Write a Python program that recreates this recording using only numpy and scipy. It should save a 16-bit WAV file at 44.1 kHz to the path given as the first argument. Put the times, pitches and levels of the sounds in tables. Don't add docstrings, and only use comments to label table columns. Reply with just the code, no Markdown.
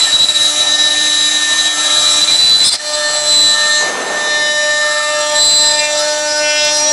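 import sys
import numpy as np
from scipy import signal
from scipy.io import wavfile
from scipy.ndimage import uniform_filter1d, minimum_filter1d

SR = 44100
rng = np.random.default_rng(int(sys.argv[2]) if len(sys.argv) > 2 else 0)


def volts_from_db(level):
    exponent = np.asarray(level, float) / 20
    return 10 ** exponent


def wav_out(sig):
    wavfile.write(sys.argv[1], SR, np.round(np.clip(np.atleast_2d(sig).T, -1, 1) * 32767).astype(np.int16))


N = 305172


def clock():
    return np.arange(N) / SR


def evened(x):
    return x / np.sqrt(np.mean(abs(x) ** 2) + 1e-20)


def curves(rows, t=None):
    s, *columns = np.transpose(rows)
    t = clock() if t is None else t
    return [np.interp(t, s, column) for column in columns]


def read(points, hz):
    f, value = np.transpose(points)
    return np.interp(np.log(hz + 1), np.log(f + 1), value)


def swells(rows, t, flat=1):
    total = 0
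    for middle, length, top in rows:
        bump = np.cos(np.pi * np.clip((t - middle) / length, -.5, .5)) ** 2
        total = total + top * np.minimum(flat * bump, 1)
    return total


def swells_db(rows, t, rest_db, flat=1):
    linear = [(middle, length, volts_from_db(db)) for middle, length, db in rows]
    return 20 * np.log10(volts_from_db(rest_db) + swells(linear, t, flat))


def spin(hz):
    return np.exp(2j * np.pi * np.cumsum(hz * np.ones(N)) / SR)


def flutter(width_hz):
    r = np.exp(-np.pi * width_hz / SR)
    z = rng.standard_normal(N) + 1j * rng.standard_normal(N)
    return evened(signal.lfilter([1], [1, -2 * r, r * r], z))


def noise(level_db, patchy_db):
    frames, hz = N // 128 + 5, np.fft.rfftfreq(512, 1 / SR)
    a, b, patches = rng.standard_normal((frames, 257, 3)).T
    patches = uniform_filter1d(uniform_filter1d(patches, size=6, axis=0), size=16, axis=1)
    field = level_db(hz[:, None], np.arange(frames) * 128 / SR) + patchy_db * evened(patches)
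    wave = signal.istft((a + 1j * b) * volts_from_db(field), nperseg=512, noverlap=384)[1]
    return np.sqrt(SR / 512) * wave[:N]


def chopped(x, turn, levels_db, orders):
    circle = np.linspace(-np.pi, np.pi, num=8193)
    pattern = 0
    for m, db in zip(orders, levels_db):
        pattern = pattern + volts_from_db(db) * np.exp(1j * m * circle + 2j * np.pi * rng.random())
    return x * np.interp(np.angle(turn), circle, pattern)


# time of least grip in seconds, depth in dB, loosening in seconds,
# catching in seconds.
SLIPS = [(.09, -8, 0.056, 0.046), (.115, -9, .008, .008), (.175, -15, 0.011, 0.026),
         (0.255, -12, 0.0071, 0.027), (.285, -15, 0.03, .001), (.313, -6, .008, 0.056),
         (.341, -13, 0.039, 0.016), (.386, -10, 0.012, 0.032), (.44, -6, .012, .012),
         (.534, -12, .075, 0.081), (.659, -12, 0.047, 0.014), (.7, -5, .05, 0.069),
         (.776, -18, 0.022, 0.013), (.897, -9, .014, .014), (.953, -5, 0.033, 0.027),
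         (1.305, -12, .01, .008), (1.335, -7, 0.014, 0.015), (1.4, -9, 0.027, 0.038),
         (1.465, -9, 0.037, 0.067), (1.546, -11, 0.013, 0.053), (1.626, -10, 0.015, 0.039),
         (1.771, -13.5, 0.11, 0.035), (1.826, -9, 0.027, 0.043), (1.891, -15, .015, 0.012),
         (2.201, -6, 0.0091, 0.022), (2.262, -23, 0.023, 0.021), (2.3, -5, 0.02, 0.03),
         (2.37, -14, 0.0083, 0.022), (2.576, -9, 0.017, 0.023), (2.591, -12, .005, 0.005),
         (2.6, -20, 0.0029, 0.0033), (2.661, -4, 0.017, 0.025), (2.698, -9.5, 0.0039, 0.053),
         (2.722, -6, 0.006, 0.017), (3.23, -8.5, 0.071, 0.063), (3.565, -8, 0.014, 0.014),
         (5.705, -5.5, .02, 0.014), (5.765, -5, .015, .02), (5.815, -3, .012, 0.021),
         (5.885, -5, 0.047, 0.033)]


def grip(t, rows=SLIPS):
    coarse = t[::16]
    level_db = 0
    for s, db, loosen, catch in rows:
        level_db = level_db + np.interp(coarse, [s - loosen, s, s + catch], [0, db, 0])
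    return volts_from_db(np.interp(t, coarse, level_db))


# time in seconds, turns per second.
SPEED = [(0, 299.72), (2.6, 299.72), (3, 299.88), (3.8, 299.88), (4.2, 299.64), (5, 299.55), (5.4, 299.48),
         (5.7, 299.82), (6.92, 299.78)]


def shaft_turn():
    return spin(curves(SPEED)[0])


# time in seconds, gain in dB.
SHAFT_LEVEL = [(0.0, -8), (0.13, -1.5), (0.229, -6), (0.55, 0.5), (1.17, 0.5), (2.19, 0.5), (2.355, -6.5),
               (2.774, -12), (2.9, -1.5), (3.69, 0.5), (3.83, -1), (4.05, -9), (4.21, -2), (5.38, 0.5),
               (5.5, -4), (5.83, -0.5), (6.49, -0.5), (6.92, 0.5)]
# time in seconds, position among the cuts (0 to 2).
HEAD_PATH = [
    (2.3, 0),
    (2.9, 1),
    (5.4, 1),
    (5.9, 2),
]
# one cut, levels in dB of orders 1, 2, 3 ..
CUT_TONES = [
    (-36.5, -42.5, -41.5, -36.5, -44, -31.5, -39, -39, -44, -34.5, -36.5, -31, -21, -37, -39, -36, -36, -50, -32.5, -46, -25.5, -40, -34.5, -29.5, -69, -80, -56, -55, -60, -48, -56, -63, -33.5, -31.5),
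    (-44, -28, -33, -30.5, -43, -28.5, -48, -39.5, -53, -33.5, -60, -31.5, -34.5, -32.5, -46, -55, -41.5, -47, -35.5, -40, -37.5, -38, -43, -36.5, -36, -37, -42, -70, -48, -44, -65, -64, -38.5, -39.5),
    (-39, -20.0, -28, -36.5, -37, -28.5, -36.5, -38, -36.5, -40, -40, -38, -34.5, -33, -32.5, -34, -38, -35, -28, -28, -39, -37, -32.5, -38, -33.5, -36, -47, -49, -52, -43, -45, -55, -40, -45),
]
# middle in seconds, length in seconds,
# shaft order, top in dB.
ORDER_SWELLS = [(0.087, 0.067, 6, -20.5), (0.386, 0.27, 6, -29), (1.636, 0.84, 6, -25.5),
                (3.062, 0.21, 6, -23.5), (3.7, 0.71, 6, -18), (4.6, 1.66, 6, -17), (5.374, 0.1, 6, -26),
                (5.757, 0.55, 6, -24), (6.5, 0.41, 6, -43), (3.102, 0.74, 2, -25), (5.017, 2, 2, -26),
                (.6, .8, 19, -32.5), (2.11, 1.1, 19, -31.5), (2.954, 1.5, 19, -37), (4.502, 0.8, 19, -30.5),
                (6.496, 0.49, 19, -28), (6.95, 0.97, 19, -19), (3.082, 0.3, 14, -27),
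                (3.447, 0.51, 14, -26), (3.6, 3.7, 21, -37), (4.797, 2.4, 7, -34.5),
                (4.903, 1.9, 16, -32.5), (4.98, 0.7, 18, -34), (5.828, 0.23, 8, -25), (5.835, 0.21, 9, -27),
                (5.838, 0.21, 16, -40), (6.373, 1, 5, -25.5), (6.62, 0.21, 13, -28),
                (0.53, 1.68, 2, -33), (2.1, 1.02, 2, -36), (-0.5, 0.073, 6, -27), (0.3, 0.5, 9, -32),
                (2, 1.5, 11, -34.5), (2, 1.5, 8, -39.5), (2.14, .25, 18, -26), (2.04, 0.54, 4, -34.5),
                (2.5, 0.68, 6, -39), (3.4, 0.25, 1, -34.5), (3.15, 0.3, 26, -31), (3.72, 0.29, 25, -26),
                (3, .6, 25, -40), (3.72, 0.17, 12, -28), (5.5, 0.99, 3, -29.5), (5.01, 0.9, 4, -30),
                (4.58, 1.05, 17, -30.5), (4.53, 0.54, 10, -34), (5.15, 0.59, 9, -34), (5.84, 0.18, 7, -28),
                (5.85, 1.2, 12, -31.5), (3.77, 0.56, 7, -39), (3.8, .2, 16, -34), (4.25, 0.26, 18, -42),
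                (0, 0.84, 18, -34), (.8, .3, 17, -29), (2.5, .7, 15, -42), (3.13, .3, 15, -32),
                (4.62, 1.1, 23, -34), (3.8, .25, 23, -37), (2.803, 0.03, 6, -23.5), (1.7, .11, 11, -25),
                (1.9, .14, 11, -31), (3.04, .12, 16, -34),
                (3.45, 0.48, 13, -20), (3.76, 0.27, 13, -26), (4.47, 1, 13, -26.5), (5.0, 0.39, 13, -27.5),
              (4.8, 0.41, 13, -41), (2.87, 0.13, 14, -29), (3.76, .3, 14, -24), (4.35, 0.28, 14, -29),
              (0.48, 0.17, 14, -31), (6.05, 0.13, 14, -29), (6.7, 0.5, 14, -30), (6.34, 0.19, 17, -27),
              (6.63, 0.23, 17, -24), (6.78, 0.14, 17, -26), (2.98, 0.28, 12, -37), (4.4, 0.67, 12, -33),
              (6.66, .25, 12, -26), (2.28, 0.25, 12, -30), (2.85, 0.36, 15, -34), (3.75, .15, 15, -37),
              (3.1, .2, 16, -33), (5.5, 0.34, 16, -27), (3.8, 0.11, 22, -25), (2.29, 0.059, 8, -25),
              (5.3, 0.3, 11, -27.5), (6.55, 0.64, 18, -31), (6.7, .3, 21, -30), (6.88, 0.083, 11, -31),
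              (6.88, 0.05, 13, -23), (5.36, 0.11, 13, -37), (5.83, 0.11, 17, -33), (5.98, 0.052, 17, -36),
              (5.3, 0.56, 19, -33)]
# middle in seconds, length in seconds, shaft order, top in dB.
FLAT_SWELLS = [(1.16, 1.24, 6, -24.5), (3.79, .14, 20, -33), (6.55, .66, 17, -28), (6.56, .36, 7, -30),
               (6.56, .36, 8, -29), (6.56, .36, 9, -27), (6.57, .34, 10, -29), (6.58, .34, 11, -27)]
# middle in seconds, length in seconds, top in dB.
NUT_RATTLES = [(2.74, 0.15, -8), (2.948, 0.34, -15), (5.78, 0.099, -20), (5.86, 0.073, -25),
               (5.997, 0.15, -3.5), (6.113, 0.094, -8), (6.3, 0.11, -7), (6.386, 0.053, -7),
               (6.497, 0.065, -5), (6.61, 0.17, -9), (6.767, 0.11, -4), (6.886, .08, -17)]
DRIVE_HZ = {19: 5696, 21: 6295.6, 24: 7197.3, 33: 9891, 34: 10188}


def spindle(turn):
    step = 64
    t = np.arange(0, N, step) / SR
    shaft_db, place = curves(SHAFT_LEVEL, t)[0], curves(HEAD_PATH, t)[0]
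    out, wave = np.zeros(N), np.ones(N, complex)
    for k, tone_db in enumerate(np.transpose(CUT_TONES), start=1):
        wave = wave * turn
        meetings = ORDER_SWELLS
        met = [(s, length, db) for s, length, order, db in meetings if round(order) == k]
        if 16 <= k <= 17:
            met += [(s, length, db - 23.5 - 10 * (17 - k)) for s, length, db in NUT_RATTLES]
        flat_met = [(s, length, db) for s, length, order, db in FLAT_SWELLS if round(order) == k]
        level_db = shaft_db + np.interp(place, range(len(tone_db)), tone_db)
        level_db = swells_db(met, t, level_db, flat=1.09)
        level_db = swells_db(flat_met, t, level_db, flat=5)

        chance = rng.standard_normal((len(t), 2))
        drift = evened(uniform_filter1d(chance, size=120, axis=0))
        quick = evened(uniform_filter1d(chance, size=18, axis=0))
        phase = .25 * drift[:, 1] + np.clip(.35 * k, 3.2, 2 * np.pi) * rng.random()
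        gain = volts_from_db(level_db + 1.3 * drift[:, 0] + 1.1 * quick[:, 1]) * np.exp(1j * phase)
        if k == 13:
            gain = gain * volts_from_db(np.interp(t, [2.3, 3.3], [-14, 0]))
        if 8 <= k <= 20:
            gain = gain + volts_from_db(shaft_db - 47.5) * (quick[::-1, 0] + 1j * quick[::-1, 1])
        carrier = spin(DRIVE_HZ[k]) if k in DRIVE_HZ else wave
        out += np.sqrt(2) * (np.repeat(gain, step)[:N] * carrier).real
    top_order = turn ** 40 * volts_from_db(np.interp(clock(), t, shaft_db) - 50)
    return (out + top_order.real) * grip(clock()) ** 0.16


# time in seconds, level in dB.
RING = [(0.0, -18), (.15, -5.5), (.45, -8), (.8, -8.5), (1.0, -13.5), (1.35, -11.5), (1.6, -10),
        (1.94, -11.5), (2.17, -12), (2.28, -10), (2.42, -19)]
# frequency in Hz, width in Hz, level in dB.
RING_MODES = [
    (3930, 79, -7.5),
    (4028, 50, -20.5),
]


def ring(turn):
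    t = clock()
    shiver = sum(volts_from_db(db) * spin(hz) * flutter(width) for hz, width, db in RING_MODES)
    motion = turn ** 13 + .44 * evened(shiver)
    slow = np.sqrt(abs(uniform_filter1d(abs(motion) ** 2, size=900)) + 0.15)
    return motion * grip(t) * volts_from_db(curves(RING)[0]) / slow * (t < RING[-1][0])


# time in seconds, level in dB, level of its octave in dB.
SQUEAL = [(2.14, -26, -22), (2.22, -9, -23), (2.554, -6, -43), (2.689, -8, -30), (2.757, -12.5, -36),
          (2.775, -32, -6), (3.09, -24, -2), (3.14, -19, -2), (3.397, -5, -10.5), (3.609, -16, -10),
          (3.796, -21, -2), (3.921, -38, -2), (4.9, -27.5, -4), (5.278, -31, 4), (5.41, -7.5, -4.5),
          (5.62, -9, -4), (5.892, -23.5, -1), (6.2, -35, 0.5)]
# time in seconds, frequency in Hz.
SQUEAL_PITCH = [(2.33, 3982), (2.54, 3995), (2.64, 4018), (2.8, 4090), (3.14, 4065), (3.41, 4008),
                (3.5, 3992), (3.62, 4000), (3.85, 3985), (4.6, 3975), (5.05, 4003), (5.3, 3998),
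                (5.41, 4031), (5.57, 4045), (5.84, 4011), (6, 3985)]
# middle in seconds, length in seconds, top in dB.
PEEPS = [(.035, 0.1, -9), (.24, 0.078, -6.5), (1.6, .08, -15), (1.98, 0.069, -10), (2.085, 0.13, -13),
         (2.94, 0.069, -24.5), (5.985, 0.044, -26)]
# middle in seconds, length in seconds, rise in Hz.
BENDS = [
    (2.677, .08, 140),
    (2.745, .08, 80),
]
# time in seconds, share of roughness left.
STEADY = [
    (3.05, 1),
    (3.14, .4),
    (3.64, .4),
    (3.72, 1),
]


def squeal():
    t = clock()
    clean_db, smeared_db = -3.5, -27
    level_db = swells_db(PEEPS, t, curves(SQUEAL)[0])
    weak = np.clip((level_db - clean_db) / (smeared_db - clean_db), 0, 1)
    rough = np.clip(.08 + (0.9 - .08) * weak * curves(STEADY)[0], 0, 1)
    wobble = np.sqrt(1 - rough ** 2) + rough * flutter(88)
    hz = curves(SQUEAL_PITCH)[0] + swells(BENDS, t)
    return volts_from_db(level_db) * grip(t) * spin(hz) * wobble, weak


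# levels in dB, one for each of SIDE_ORDERS.
SIDES = [-35, -33, -41, -22, -20.5, -22, -23.5, -31.5, -26.5, -28.5, -30.5, -28, -52, -44, -32]
SIDE_ORDERS = [-9, -4, -3, -2, -1, 1, 2, 3, 4, 6, 8, 10, 11, 12, 13]
OCTAVE_SIDES = [
    [-22, -4, -0.5, -12, -9.5, -20, -20],
    [-27, -1.5, -3, -13, -12.5, -24, -24],
]
# middle in seconds, length in seconds, orders away,
# top in dB.
SIDE_SWELLS = [(2.3, .5, -2, -24), (2.49, 0.34, 2, -20), (3.2, 0.26, -2, -9), (2.9, 0.22, 2, -8),
               (3.44, 0.39, -1, -29), (3.36, .3, 1, -25), (5.55, 0.99, -1, -16), (5.53, 0.39, 2, -17),
               (5.63, 0.23, -2, -25), (5.43, .2, 3, -21), (5.56, .45, 12, -10), (3.42, 0.42, 12, -15)]


def bit(turn):
    t = clock()
    ringing = ring(turn)
    squealing, weak = squeal()
    motion = ringing + squealing
    octave = motion ** 2 / (abs(motion) + 1e-6)

    chop_db = 1 + (9 - 1) * weak
    sides = chopped(volts_from_db(-1.5) * ringing + volts_from_db(chop_db) * squealing, turn, SIDES, SIDE_ORDERS)
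    nut_db = np.interp(t, [5.5, 5.58, 5.72, 5.8, 5.92], [-39, -19, -5, -2, -20])
    sides += squealing * turn ** 3 * volts_from_db(nut_db)
    for s, length, m, db in SIDE_SWELLS:
        sides += squealing * turn ** round(m) * swells([(s, length, volts_from_db(db))], t, flat=2.1)
    turn_s = 3.6
    for on, levels_db in zip((t < turn_s, t >= turn_s), OCTAVE_SIDES):
        sides += volts_from_db(curves(SQUEAL)[1]) * chopped(octave * on, turn, levels_db, range(-3, 4))

    burst, gate = break_outs(motion, octave, turn)
    hollowed = motion * (1 - .3 * gate)
    return np.sqrt(2) * (hollowed + sides + burst).real


# time in seconds, depth in dB.
BITE_DEPTH = [(0.0, 2), (.1, 1), (.45, -1), (.8, -1.5), (1.7, 0.5), (2.335, 2), (2.544, -1), (2.7, 2),
              (2.79, -8), (2.93, -3), (3.21, -2.5), (3.33, 1.5), (3.75, -4), (3.98, -6.5), (5.26, -6.5),
              (5.45, 2), (5.9, -5), (6.1, -5), (6.4, -7), (6.92, -3.5)]
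# frequency in Hz, step to dB per Hz.
CHIP_BANDS = [
    (2500, -23.5),
    (11000, -28),
]
# frequency in Hz, level in dB.
CHIP_COLOUR = [(20, -30), (150, -8.5), (450, -4.5), (750, 5.5), (1100, 0.5), (2500, 2), (3400, 3.5),
               (4900, 6), (6500, 3.5), (9500, 4.5), (10900, -2), (12200, -14)]
# middle in seconds, length in seconds, fizz in dB.
SPRAYS = [
    (.44, 0.51, -38),
    (6.0, .06, -43),
    (6.77, 0.15, -39.5),
]


def hiss_db(hz, s):
    (body_hz, body_step), (fizz_hz, fizz_step) = CHIP_BANDS
    depth = curves(BITE_DEPTH, s)[0]
    body = -38.5 + depth + body_step
    fizz = swells_db(SPRAYS, s, -38.5 + 1.18 * depth) + fizz_step
    high = read([(body_hz, 0), (fizz_hz, 1)], hz)
    return read(CHIP_COLOUR, hz) + (1 - high) * body + high * fizz


# frequency in Hz, width in Hz, level in dB.
RASP_MODES = [
    (7650, 450, 0),
    (5020, 180, -17),
    (4400, 1500, -25),
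]


def rasp_db(hz, s):
    collet_db = -22 + 3.1 * curves(BITE_DEPTH, s)[0]
    nut_db = swells_db(NUT_RATTLES, s, -28)
    shape = 0
    for (f, width, top_db), db in zip(RASP_MODES, (collet_db, nut_db, nut_db)):
        shape = shape + volts_from_db(db + top_db) / (1 + (2 * (hz - f) / width) ** 2)
    return 20 * np.log10(shape) - 27


def chips(turn):
    bite = evened(1 + .12 * turn.real + .2 * (turn ** 2).real)
    cutting = noise(hiss_db, patchy_db=2.3) + noise(rasp_db, patchy_db=1.6)
    return cutting * bite * grip(clock()) ** 0.18


# middle in seconds, length in seconds, top in dB.
FEED_MOVES = [(.1, 0.68, -29), (.52, 0.84, -27), (1.86, 0.44, -21), (2.1, 0.59, -22.5), (3.0, 0.11, -23),
              (3.3, 0.66, -29), (3.65, 0.32, -20.5), (4.94, 0.35, -18), (5.19, 0.24, -18),
              (6.02, 0.21, -23)]


def feed_motor():
    level_db = swells_db(FEED_MOVES, clock(), -36)
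    hum = spin(1326) * (0.51 + 0.58 * flutter(44))
    upper = volts_from_db(-7.0) * spin(1662) * flutter(37)
    return np.sqrt(2) * volts_from_db(level_db - 7.0) * (hum + upper).real


# time in seconds, change in dB, coming in
# seconds, going in # seconds.
SURGES = [
    (.27, -3, .015, .015),
    (.335, -3, .02, 0.021),
    (1.69, -3.5, .015, 0.065),
    (2.68, 4, 0.11, .012),
    (2.702, -7, 0.0094, .018),
    (2.745, 5.5, 0.033, .018),
    (2.776, -5.5, 0.013, 0.035),
]


def surge():
    return grip(clock(), SURGES)


# time in seconds, level in dB.
TICKS = [(0.2872, -17), (2.4952, -6), (2.587, -9), (2.741, -12), (3.6955, -15), (5.45, -7), (5.543, -8),
         (5.989, -20), (6.1894, -18), (6.6494, -13), (6.7694, -12)]


def ticks():
    out, t = np.zeros(N), np.arange(200) / SR
    for (s, db), crack in zip(TICKS, rng.standard_normal((len(TICKS), 200))):
        part = out[round(s * SR):][:200]
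        part += volts_from_db(db - 60 * t / .012) * np.diff(crack, prepend=0)
    return signal.lfilter(signal.firwin(63, 11500, fs=SR), 1, out)


# middle in seconds, length in seconds, top in dB.
GRUMBLES = [
    (.7, 0.75, -35),
    (1.9, 1, -35),
    (3.15, .4, -35.5),
    (6.0, 0.26, -39),
]


def carriage():
    level_db = swells_db(GRUMBLES, clock(), -45.5)
    return np.sqrt(2) * volts_from_db(level_db) * (spin(720) * flutter(240)).real


# start, full swell, end of hold and end, all in seconds.
BURST_TIMES = [
    (2.636, 2.656, 2.69, 2.699),
    (2.698, 2.738, 2.757, 2.769),
]
# levels in dB from 3 orders below the ring upward,
# then levels in dB from 2 orders below its octave upward.
BURST_SIDES = [
    ([-22, -5, -4, -30, -8, -8, -4, -6], [-14, -17, -10, -9, -14, -8, -16, -22, -18]),
    ([-24, -9, -10, -30, -5, -1, -5, -12], [-11, -16, -8, -13, -15, -10, -17, -24, -22]),
]


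def break_outs(motion, octave, turn):
    burst, total_gate = np.zeros(N, complex), np.zeros(N)
    for times, (ring_db, octave_db) in zip(BURST_TIMES, BURST_SIDES):
        gate = np.interp(clock(), times, [0, 1, 1, 0])
        total_gate += gate
        on = gate > 0
        for sway in (1 + .35 * flutter(110), .7 * flutter(45)):
            tones = chopped(motion[on], turn[on], ring_db, range(-3, 5))
            tones = tones + chopped(octave[on], turn[on], octave_db, range(-2, 7))
            burst[on] += sway[on] * gate[on] * tones
    return burst, total_gate


# time in seconds, level in dB.
PUFF = [
    (3.7, -76),
    (3.82, -28.5),
    (3.9, -26.5),
    (4.1, -25.5),
    (4.45, -35.5),
    (4.7, -47),
]
# frequency in Hz, level in dB.
PUFF_COLOUR = [(110, -66), (200, -5.5), (400, 0.5), (800, 2), (1500, -4.5), (3000, -13.5), (6000, -46)]


def puff():
    def puff_db(hz, s):
        return read(PUFF_COLOUR, hz) + curves(PUFF, s)[0] - 25
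    return noise(puff_db, patchy_db=1.0)


def scene():
    turn = shaft_turn()
    cutting = bit(turn) + (spindle(turn) + chips(turn)) * surge()
    return (cutting + feed_motor() + carriage() + puff() + ticks())[None]


def band_limit(x):
    return signal.sosfilt(signal.butter(12, 16230, fs=SR, output="sos"), x)


def record(dry):
    top_cut = signal.firwin(127, 12000, window=("kaiser", 10), fs=SR)[None]
    x = signal.oaconvolve(dry, top_cut, "same")
    bright = signal.lfilter(*signal.butter(2, 3000, "high", fs=SR), x)
    overs = np.maximum(abs(bright) - .67, 0)

    peak = uniform_filter1d(-minimum_filter1d(-abs(x), size=60), size=40)
    ceiling, knee = .8, 6.0
    x = x / (1 + (peak / ceiling) ** knee) ** (1 / knee)

    power = abs(uniform_filter1d(x ** 2, size=300))
    white = rng.standard_normal(x.shape)
    low = signal.lfilter(*signal.butter(2, 400, fs=SR), white)
    crackle = volts_from_db(-28.5) * np.tanh(overs / 0.1) * white
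    grit = volts_from_db(-6.5) * power ** 0.84 * low
    held = np.clip(x + (crackle + grit), -ceiling, ceiling)
    edge = signal.firwin(255, 15900, fs=SR)[None]
    return band_limit(signal.oaconvolve(held, edge, "same"))


dry = scene()
out = record(dry)
wav_out(out)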